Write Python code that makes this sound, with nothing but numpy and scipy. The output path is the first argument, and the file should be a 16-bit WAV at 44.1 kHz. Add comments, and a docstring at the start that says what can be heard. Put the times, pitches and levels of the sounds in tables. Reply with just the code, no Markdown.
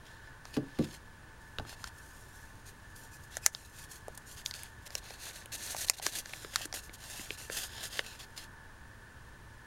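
"""A fan whirs in a small quiet room, and fingers brush over card with a hiss of sliding friction.
A cardboard lid is set down on a table in two hollow knocks, each impact ringing the modes of the card.
A hand bumps the box and picks out a folded paper slip. Fingers slide over it, squeak twice by stick-slip,
and open it fold by fold, its creases buckling and snapping close to the microphone.
After the sharpest snaps a limiter ducks the level and slowly recovers."""
import sys
import numpy as np
from scipy import signal
from scipy.fft import rfft, irfft
from scipy.io import wavfile
from scipy.ndimage import uniform_filter1d

SR = 44100
rng = np.random.default_rng(int(sys.argv[2]) if len(sys.argv) > 2 else 0)


def master_out(mix):
    """Clip the mix to full scale and print it as 16-bit PCM to the path in sys.argv[1]."""
    frames = np.transpose(np.atleast_2d(mix))
    ceiling = np.clip(frames, -1, 1)
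    pcm = np.round(ceiling * 32767).astype(np.int16)
    wavfile.write(sys.argv[1], SR, pcm)


N = 426006

# Spectrum of the room's noise. Each row: frequency in Hz, relative level in dB.
AIR_SPECTRUM = [(20, -3), (60, -1), (120, -3.5), (170, -12), (330, -16), (700, -20.5), (1050, -15.5),
                (1300, -20), (1900, -23.5), (2250, -26.5), (3000, -27.5), (5000, -32), (9500, -33.5),
                (16000, -46)]
# Resonances of the fan. Each row: frequency in Hz, width in Hz, level in dB.
FAN_MODES = [(897, 40, -69.5), (1513, 138, -64.5), (1734, 128, -61)]
# Strokes of a finger or an edge on paper and card. Each row: start in seconds, length in seconds,
# fastest point as a share of the length, relative hiss level in dB, relative rustle level in dB.
STROKES = [(0.015, 0.2, 0.51, -70, -63), (0.201, 0.11, 0.54, -80, -66), (0.444, 0.128, 0.23, -62.0, -61.5),
           (0.529, 0.064, 0.22, -57.5, -53.0), (0.614, 0.15, 1, -72, -63), (0.741, 0.115, 1, -60, -54.5),
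           (0.814, 0.171, 0.8, -58, -58), (1.655, 0.1, 0.74, -55, -52.5), (1.752, 0.143, 0.95, -58.5, -59),
           (1.92, 0.68, 0.14, -61.5, -72), (2.31, 0.21, 0.2, -61.5, -70), (2.652, 0.071, 0.22, -55, -59),
           (2.953, 0.15, 0.061, -56.5, -68), (3.104, 0.072, 0.63, -57, -75), (3.171, 0.089, 0.99, -63, -76),
           (3.299, 0.093, 0.8, -54, -53.5), (3.413, 0.079, 0.66, -49, -58), (3.515, 0.22, 0.11, -56, -62.5),
           (3.711, 0.16, 0.63, -53, -59), (3.884, 0.12, 0.29, -53, -61), (4.146, 0.012, 0.4, -50, -60),
           (4.177, 0.011, 0.2, -50, -60), (4.255, 0.12, 0.36, -52.5, -59),
           (4.361, 0.069, 0.26, -50.5, -51.5), (4.448, 0.079, 0.14, -48.5, -59),
           (4.531, 0.18, 0.068, -53.5, -54), (4.853, 0.027, 0.87, -49.5, -51.5),
           (4.891, 0.11, 0.74, -55, -56.5), (5.008, 0.182, 0.46, -56, -54),
           (5.175, 0.15, 0.71, -46.5, -48.5), (5.319, 0.13, 0.28, -52.5, -53.5),
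           (5.516, 0.051, 0.69, -39.5, -42), (5.547, 0.21, 0.8, -42.5, -46),
           (5.741, 0.12, 0.77, -39, -44.5), (5.863, 0.038, 0.36, -41, -50),
           (5.932, 0.028, 0.35, -49, -49.5), (5.963, 0.036, 0.53, -47, -50),
           (6.014, 0.099, 0.41, -38.5, -41), (6.1, 0.12, 0.62, -39.5, -44),
           (6.207, 0.34, 0.46, -53.0, -54.5), (6.482, 0.18, 0.94, -47.5, -47.5),
           (6.735, 0.078, 0.22, -43.5, -47), (6.815, 0.076, 0.4, -54, -62),
           (6.927, 0.037, 0.66, -50, -55.5), (6.973, 0.33, 0.68, -48, -50), (7.27, 0.1, 0.59, -51, -53.0),
           (7.372, 0.133, 0.09, -49, -53), (7.492, 0.2, 0.4, -40.5, -44.0),
           (7.638, 0.25, 0.84, -53.0, -48.5), (7.8, 0.097, 0.64, -46.5, -53),
           (7.89, 0.14, 0.46, -48, -46.5), (8.008, 0.19, 0.36, -55, -52.5), (8.188, 0.072, 0.16, -52, -49),
           (8.361, 0.11, 0.061, -53.5, -51.5)]
# Friction spectra of the surface, a light touch and the moving sheet.
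# Each row: frequency in Hz, relative level in dB.
HISS_SPECTRUM = [(2500, -39.5), (4500, -8), (5600, -4.5), (6800, -0.5), (8500, -3), (11000, -6),
                 (13500, -11.5), (16000, -23.5)]
WHISPER_SPECTRUM = [(6000, -29), (10000, -4.5), (12500, -2.5), (14500, -6.5), (16000, -22)]
RUSTLE_SPECTRUM = [(100, -11.5), (350, -7), (700, 2), (1200, -7), (1650, 2), (2200, -3.5), (3200, 2.5),
                   (4300, 0.5), (5500, -3), (8000, -20.5)]
# Resonances of the held sheet. Each row: frequency in Hz, width in Hz, relative level in dB.
SHEET_MODES = [(2673, 320, 1), (3430, 480, -5), (4220, 520, 1), (5140, 520, -1), (6830, 710, -2.5)]
# Flap, panel and crease of a typical tick. Each row: frequency in Hz, energy in dB above its drive.
TICK_MODES = [(620, 19), (1900, 25.5), (5500, 21.5)]
# Snaps of paper and card, ringing a loose flap, a stiff panel and the crease. Each row: start in seconds,
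# then frequency in Hz and energy in dB for flap, panel and crease in turn.
SNAPS = [(0.4539, 1070, -24.5, 1180, -40, 4840, -24), (0.951, 700, -38, 2600, -33, 6200, -29),
         (1.5855, 490, -17, 1540, -13.5, 2660, -11.5), (1.5976, 606, -14.5, 1250, -21, 3270, -24),
         (1.651, 397, -27, 1190, -24, 3100, -34), (1.728, 690, -25, 1400, -26, 3500, -37),
         (1.8419, 1050, -32, 1500, -14, 4750, -15), (1.875, 960, -25, 1680, -27, 5640, -23.5),
         (3.3691, 730, -15.5, 1610, -12.5, 6450, -10), (3.4627, 754, -4, 1720, 2, 7070, 11),
         (3.549, 1060, -21, 2900, -35, 3550, -9), (4.0822, 485, -17.5, 630, -19, 9000, -27),
         (4.1764, 970, -30, 1580, -30, 8700, -21), (4.461, 1060, -38, 3350, -29, 4400, -6),
         (4.511, 530, -34, 1880, -21.5, 4030, -13.5), (4.5396, 310, -45, 2650, -26, 4960, -16.5),
         (4.6336, 980, -43, 2110, -26, 10170, -19), (4.9053, 740, -29, 1610, -26, 5500, -24),
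         (4.9529, 567, -19, 2600, -11.5, 5860, -6), (5.1062, 487, -22, 1940, -26, 4410, -24),
         (5.4585, 460, -29.5, 3000, -26, 8500, -25), (5.7474, 830, -12, 1130, -43, 6620, -23),
         (5.7656, 666, -23, 2650, -22, 6490, -16), (5.8848, 830, -29, 2510, -30, 4400, -10.5),
         (5.8981, 840, -6, 2430, 1.5, 6340, 9), (5.998, 700, -14, 1380, -30, 3820, -19),
         (6.0655, 368, -12.5, 1670, -3.5, 5930, -0.5), (6.2585, 970, -33, 1720, -21, 4560, -20),
         (6.3358, 540, -26, 2220, -14, 2880, -36), (6.4473, 420, -19, 1700, -18, 3020, -25),
         (6.5589, 950, -34, 1780, -4.5, 5360, 0), (6.6084, 770, -20.5, 1780, -33, 6270, -29),
         (6.6554, 297, -19.5, 1700, -20, 7540, -15.5), (6.727, 710, -20, 1550, -19.5, 4740, -14),
         (6.74, 565, -20, 1810, -22, 6450, -17), (6.895, 390, -27, 2080, -24, 3340, -32),
         (7.1957, 260, -20.5, 2190, -21, 3730, -31), (7.306, 380, -17.5, 2310, -9.5, 3490, -26),
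         (7.4994, 490, -14, 1600, -13.5, 3260, -32), (7.9927, 540, -10.5, 1770, -2.5, 2950, -5)]
# Impacts of cardboard. Each row: start in seconds, relative energy in dB, contact time in ms,
# number of contacts, mean time between them in ms, energy of the edge tick in dB, pitch factor.
KNOCKS = [(0.5668, -7.5, 1.62, 4, 6.8, -15.5, 0.98), (0.788, -5.5, 1.76, 6, 6.6, -17, 0.972),
          (1.586, -25, 0.33, 2, 12.4, -27, 1.0)]
# Modes of the hollow card. Each row: frequency in Hz, relative level in dB, 60 dB decay time in seconds.
CARD_MODES = [(78.4, -15, 0.22), (134, -12.5, 0.093), (181.5, -8.5, 0.087), (226, -4, 0.069),
              (276.3, -1.5, 0.12), (351, -6, 0.1), (434, -5.5, 0.077), (533, -7, 0.075), (624, -7.5, 0.04),
              (736, -9, 0.12), (850, 1, 0.061), (1170, -1, 0.027), (1510, 1, 0.031)]
# The lid or a hand bumping the box.
# Each row: start in seconds, energy in dB, frequency in Hz, 60 dB decay time in seconds.
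BUMPS = [(0.791, -13, 88, 0.086), (1.59, -11, 76.6, 0.091), (1.5947, -15.5, 123, 0.12)]
# Fingertip squeaks. Each row: start in seconds, length in seconds, slip rate in Hz, rms level in dB.
SQUEAKS = [(3.122, 0.041, 2510, -63), (3.42, 0.044, 2500, -54)]


def undb(db):
    """Amplitude grows tenfold for every 20 dB."""
    return 10 ** (np.asarray(db) / 20)


def unit(x):
    """Normalisation to an rms of 1."""
    return x / np.sqrt(np.mean(x ** 2))


def energy(x, db):
    """Normalisation of a transient to a total energy in dB."""
    return x * undb(db) / np.sqrt(np.sum(x ** 2))


def add(out, start_s, x):
    """Superposition: x adds to out from start_s on."""
    i = int(start_s * SR)
    out[i:i + len(x)] += x[:len(out) - i]


def colour(x, spectrum):
    """Spectral shaping by a smooth curve, at an rms of 1."""
    hz, db = np.transpose(spectrum)
    bins_hz = np.maximum(np.fft.rfftfreq(len(x), 1 / SR), 1)
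    gain = undb(np.interp(np.log(bins_hz), np.log(hz), db))
    return unit(irfft(rfft(x) * gain, len(x)))


def resonate(x, hz, width):
    """A second-order resonance with a gain of 1 at its centre."""
    return signal.lfilter(*signal.iirpeak(hz, hz / min(width, SR / 4), fs=SR), x)


def drift(rate_hz):
    """Low-pass noise: smooth random motion with an rms of 1."""
    size = max(int(SR / rate_hz), 1)
    steps = np.repeat(rng.standard_normal(N // size + 1), size)
    return unit(uniform_filter1d(uniform_filter1d(steps, size), size)[:N])


def fade(t, t60):
    """Exponential damping: 60 dB are lost in t60 seconds."""
    return np.exp(-np.log(1000) * t / t60)


def air_and_fan(air_db=-53.5, waver_db=1.2):
    """Broadband rumble and hiss fill the room; noise-driven resonances make the fan's wavering whir."""
    air = colour(rng.standard_normal(N), AIR_SPECTRUM) * undb(air_db)
    fan = 0
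    for hz, width, db in FAN_MODES:
        band = resonate(rng.standard_normal(N), hz, width)
        fan += undb(db) * unit(resonate(band, hz, width))
    return air + fan * undb(waver_db * drift(6.8))


def whine(hz=15734, db=-86):
    """A pure tone, heard as a very faint electronic whistle."""
    return undb(db) * unit(np.sin(2 * np.pi * hz * np.arange(N) / SR))


def sliding_levels(held_s=(1.4, 8.45), held_db=(-70.5, -74.5), speed_exponent=0.84):
    """Friction noise grows as a power of speed; the strokes sum in power to hiss and rustle levels in dB."""
    t = np.arange(N) / SR
    held = (t > held_s[0]) & (t < held_s[1])
    power = np.outer(undb(held_db) ** 2, held)  # fingers holding the slip never lie quite still
    for start, length, fastest, *levels in STROKES:
        progress = np.arange(int(length * SR)) / SR / length
        travel = np.interp(progress, [0, np.clip(fastest, .02, .98), 1], [0, .5, 1])
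        force = np.abs(np.sin(np.pi * travel)) ** speed_exponent
        for layer, db in zip(power, levels):
            add(layer, start, (undb(db) * force) ** 2)
    return 10 * np.log10(power + 1e-12)


def friction(grains_per_s=2300, spread_db=2.5, smooth=0.98, stutter_db=1.0):
    """Sliding friction: fibres catch and let go in dense, uneven clicks over a smooth hiss."""
    catches = rng.random(N) < grains_per_s / SR
    sizes = undb(spread_db * np.minimum(rng.exponential(size=N), 6))
    grains = unit(catches * sizes * rng.choice([-1, 1], N))
    return (grains + smooth * rng.standard_normal(N)) * undb(stutter_db * drift(130))


def sheet_ring(bend=.025, grip_db=2.2):
    """Forced vibration: friction drives the sheet's modes, which waver as fingers bend and damp it."""
    out = 0
    for hz, width, db in SHEET_MODES:
        phase = 2 * np.pi * np.cumsum(hz * np.exp(bend * drift(4.4))) / SR
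        gain = undb(db + grip_db * drift(9.9))
        out += gain * (drift(width) * np.cos(phase) + drift(width) * np.sin(phase))
    return unit(out)


def crackle(per_s=25, size=0.89, t60=0.047):
    """Amplitude modulation: when a fibre holds longer and lets go, the friction jumps and dies away."""
    jumps = (rng.random(N) < per_s / SR) * np.minimum(rng.exponential(size=N), 2)
    decay = fade(np.arange(SR // 20) / SR, t60)
    return unit(1 + size * signal.fftconvolve(jumps, decay)[:N])


def rubbing(hiss_db, rustle_db, lightness=0.48, echo=0.3, echo_s=0.000603, sway=0.28):
    """Friction noise of skin on paper is comb-filtered by its reflection from the moving hands."""
    hiss = colour(friction(), HISS_SPECTRUM) * undb(hiss_db - 0.65)
    # a light touch hardly moves the sheet and whispers in the highest treble
    whisper_db = hiss_db - 14 + lightness * np.clip(hiss_db - rustle_db, 0, 14)
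    whisper = colour(friction(), WHISPER_SPECTRUM) * undb(whisper_db)
    rustle = colour(friction(), RUSTLE_SPECTRUM) * undb(rustle_db - 0.07)
    ring = sheet_ring() * undb(rustle_db - 6)
    direct = (hiss + whisper + rustle + ring) * crackle()
    n = np.arange(N)
    lag = SR * echo_s * np.exp(sway * drift(4))
    return direct + echo * np.interp(n - lag, n, direct)


def buckle(modes, mode_q=(2.13, 3.3, 2.04), skirt=1.3, slip_t60=0.009, flutter_t60=0.068):
    """Buckling: an impulse, then slipping fibres and flutter, ring flap, panel and crease (Hz, dB each)."""
    t = np.arange(SR // 16) / SR
    slips, flutter = rng.standard_normal((2, len(t)))
    force = 0.23 * slips * fade(t, slip_t60) + energy(flutter * fade(t, flutter_t60), db=-14)
    force[0] += 1
    ring = 0
    for (hz, db), q in zip(modes, mode_q):
        mode = resonate(force, hz, hz / q)
        ring += energy(resonate(mode, hz, skirt * hz), db)  # a small sheet radiates little off resonance
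    crease_db = modes[2, 1]
    fibre_crack = energy(resonate(force, hz=9740, width=3700), crease_db - 18)
    return ring + fibre_crack


def ticks(rustle_db, per_s=13, spread_db=1.0, spread_octaves=0.33, max_drive_db=-51):
    """Small wrinkles buckle at random, louder as the sheet moves harder, up to what a wrinkle can hold."""
    out = np.zeros(N)
    hz, db = np.transpose(TICK_MODES)
    for when, *chance in rng.random((int(per_s * N / SR), 7)):
        pitch, size = np.reshape(chance, (2, 3)) * 2 - 1
        drive_db = min(rustle_db[int(when * N)], max_drive_db)
        modes = np.column_stack([hz * 2 ** (spread_octaves * pitch), db + drive_db + spread_db * size])
        add(out, when * N / SR, buckle(modes))
    return out


def snaps():
    """Folds give way one after another, each releasing its elastic energy at once."""
    out = np.zeros(N)
    for start, *modes in SNAPS:
        add(out, start, buckle(np.reshape(modes, (3, 2))))
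    return out


def knocks(rebound=0.71, scatter=0.061, boost_db=9, tick_t60=0.036):
    """Impact excitation: card chatters on the table or a knuckle, and each contact rings its modes."""
    out, t = np.zeros(N), np.arange(SR // 3) / SR
    for start, db, contact_ms, contacts, gap_ms, tick_db, pitch in KNOCKS:
        # neighbouring modes move the card in opposite directions; the grip shifts their pitch a little
        ring = sum((-1) ** k * undb(mode_db) * np.cos(2 * np.pi * hz * pitch * t) * fade(t, t60)
                   for k, (hz, mode_db, t60) in enumerate(CARD_MODES))
        force = np.zeros(len(t))
        for k in range(contacts):
            onset_ms = gap_ms * (k + scatter * rng.standard_normal())
            progress = np.clip((t * 1000 - onset_ms) / contact_ms, 0, 1)
            force += rebound ** k * np.sin(np.pi * progress)
        add(out, start, energy(signal.fftconvolve(force, ring)[:len(t)], db + boost_db))
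        edge_tick = resonate(rng.standard_normal(len(t)), hz=1000, width=1400) * fade(t, tick_t60)
        add(out, start, energy(edge_tick, tick_db))
    return out


def bumps():
    """Damped oscillation: a soft push moves a whole wall of card in a low, short thud."""
    out, t = np.zeros(N), np.arange(SR // 4) / SR
    for start, db, hz, t60 in BUMPS:
        add(out, start, energy(np.sin(2 * np.pi * hz * t) * fade(t, t60), db))
    return out


def squeaks(jitter=.035, overtone_db=-1):
    """Stick-slip: a fingertip catches on the paper almost periodically, giving three harmonics."""
    out = np.zeros(N)
    for start, length, hz, db in SQUEAKS:
        size = int(length * SR)
        phase = 2 * np.pi * np.cumsum(hz * (1 + jitter * drift(810)[:size])) / SR
        tone = sum(undb(overtone_db * k) * np.sin(k * phase) for k in range(1, 4))
        add(out, start, unit(tone * np.hanning(size)) * undb(db))
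    return out


def room(x, wet_db, t60):
    """Reverberation: reflections from furniture and walls add a short, dull tail."""
    t = np.arange(SR // 3) / SR
    noise = colour(rng.standard_normal(len(t)), [(100, 12), (600, 9), (3000, 1.0), (14000, -1.5)])
    tail = energy(noise * fade(t, t60) * (t > .004), wet_db)
    return x + signal.fftconvolve(x, tail)[:N]


def scene():
    """The reverberant share grows with distance: the box lies further off than the paper."""
    hiss_db, rustle_db = sliding_levels()
    paper = rubbing(hiss_db, rustle_db) + ticks(rustle_db) + snaps() + squeaks()
    near = room(paper, wet_db=-22.0, t60=0.088)
    far = room(knocks() + bumps(), wet_db=-13.5, t60=0.24)
    return (air_and_fan() + whine() + near + far)[None]


def record(dry, ceiling=0.6, release_s=0.66, notch=0.7, lift=0.12, cutoff_hz=16000):
    """Peak limiting follows a microphone with a treble notch and peak; a steep low-pass comes last."""
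    x = dry[0]
    mic = x - notch * resonate(x, hz=7880, width=330) + lift * resonate(x, hz=9340, width=460)
    # the peak detector jumps up at once and leaks away exponentially
    leak = np.arange(N) / SR / release_s
    log_level = np.log(np.maximum(np.abs(mic), ceiling))
    peak = np.exp(np.maximum.accumulate(log_level + leak) - leak)
    low_pass = signal.ellip(8, .2, 70, cutoff_hz, fs=SR, output="sos")
    return signal.sosfilt(low_pass, mic * ceiling / peak)[None]


dry = scene()
out = record(dry)
master_out(out)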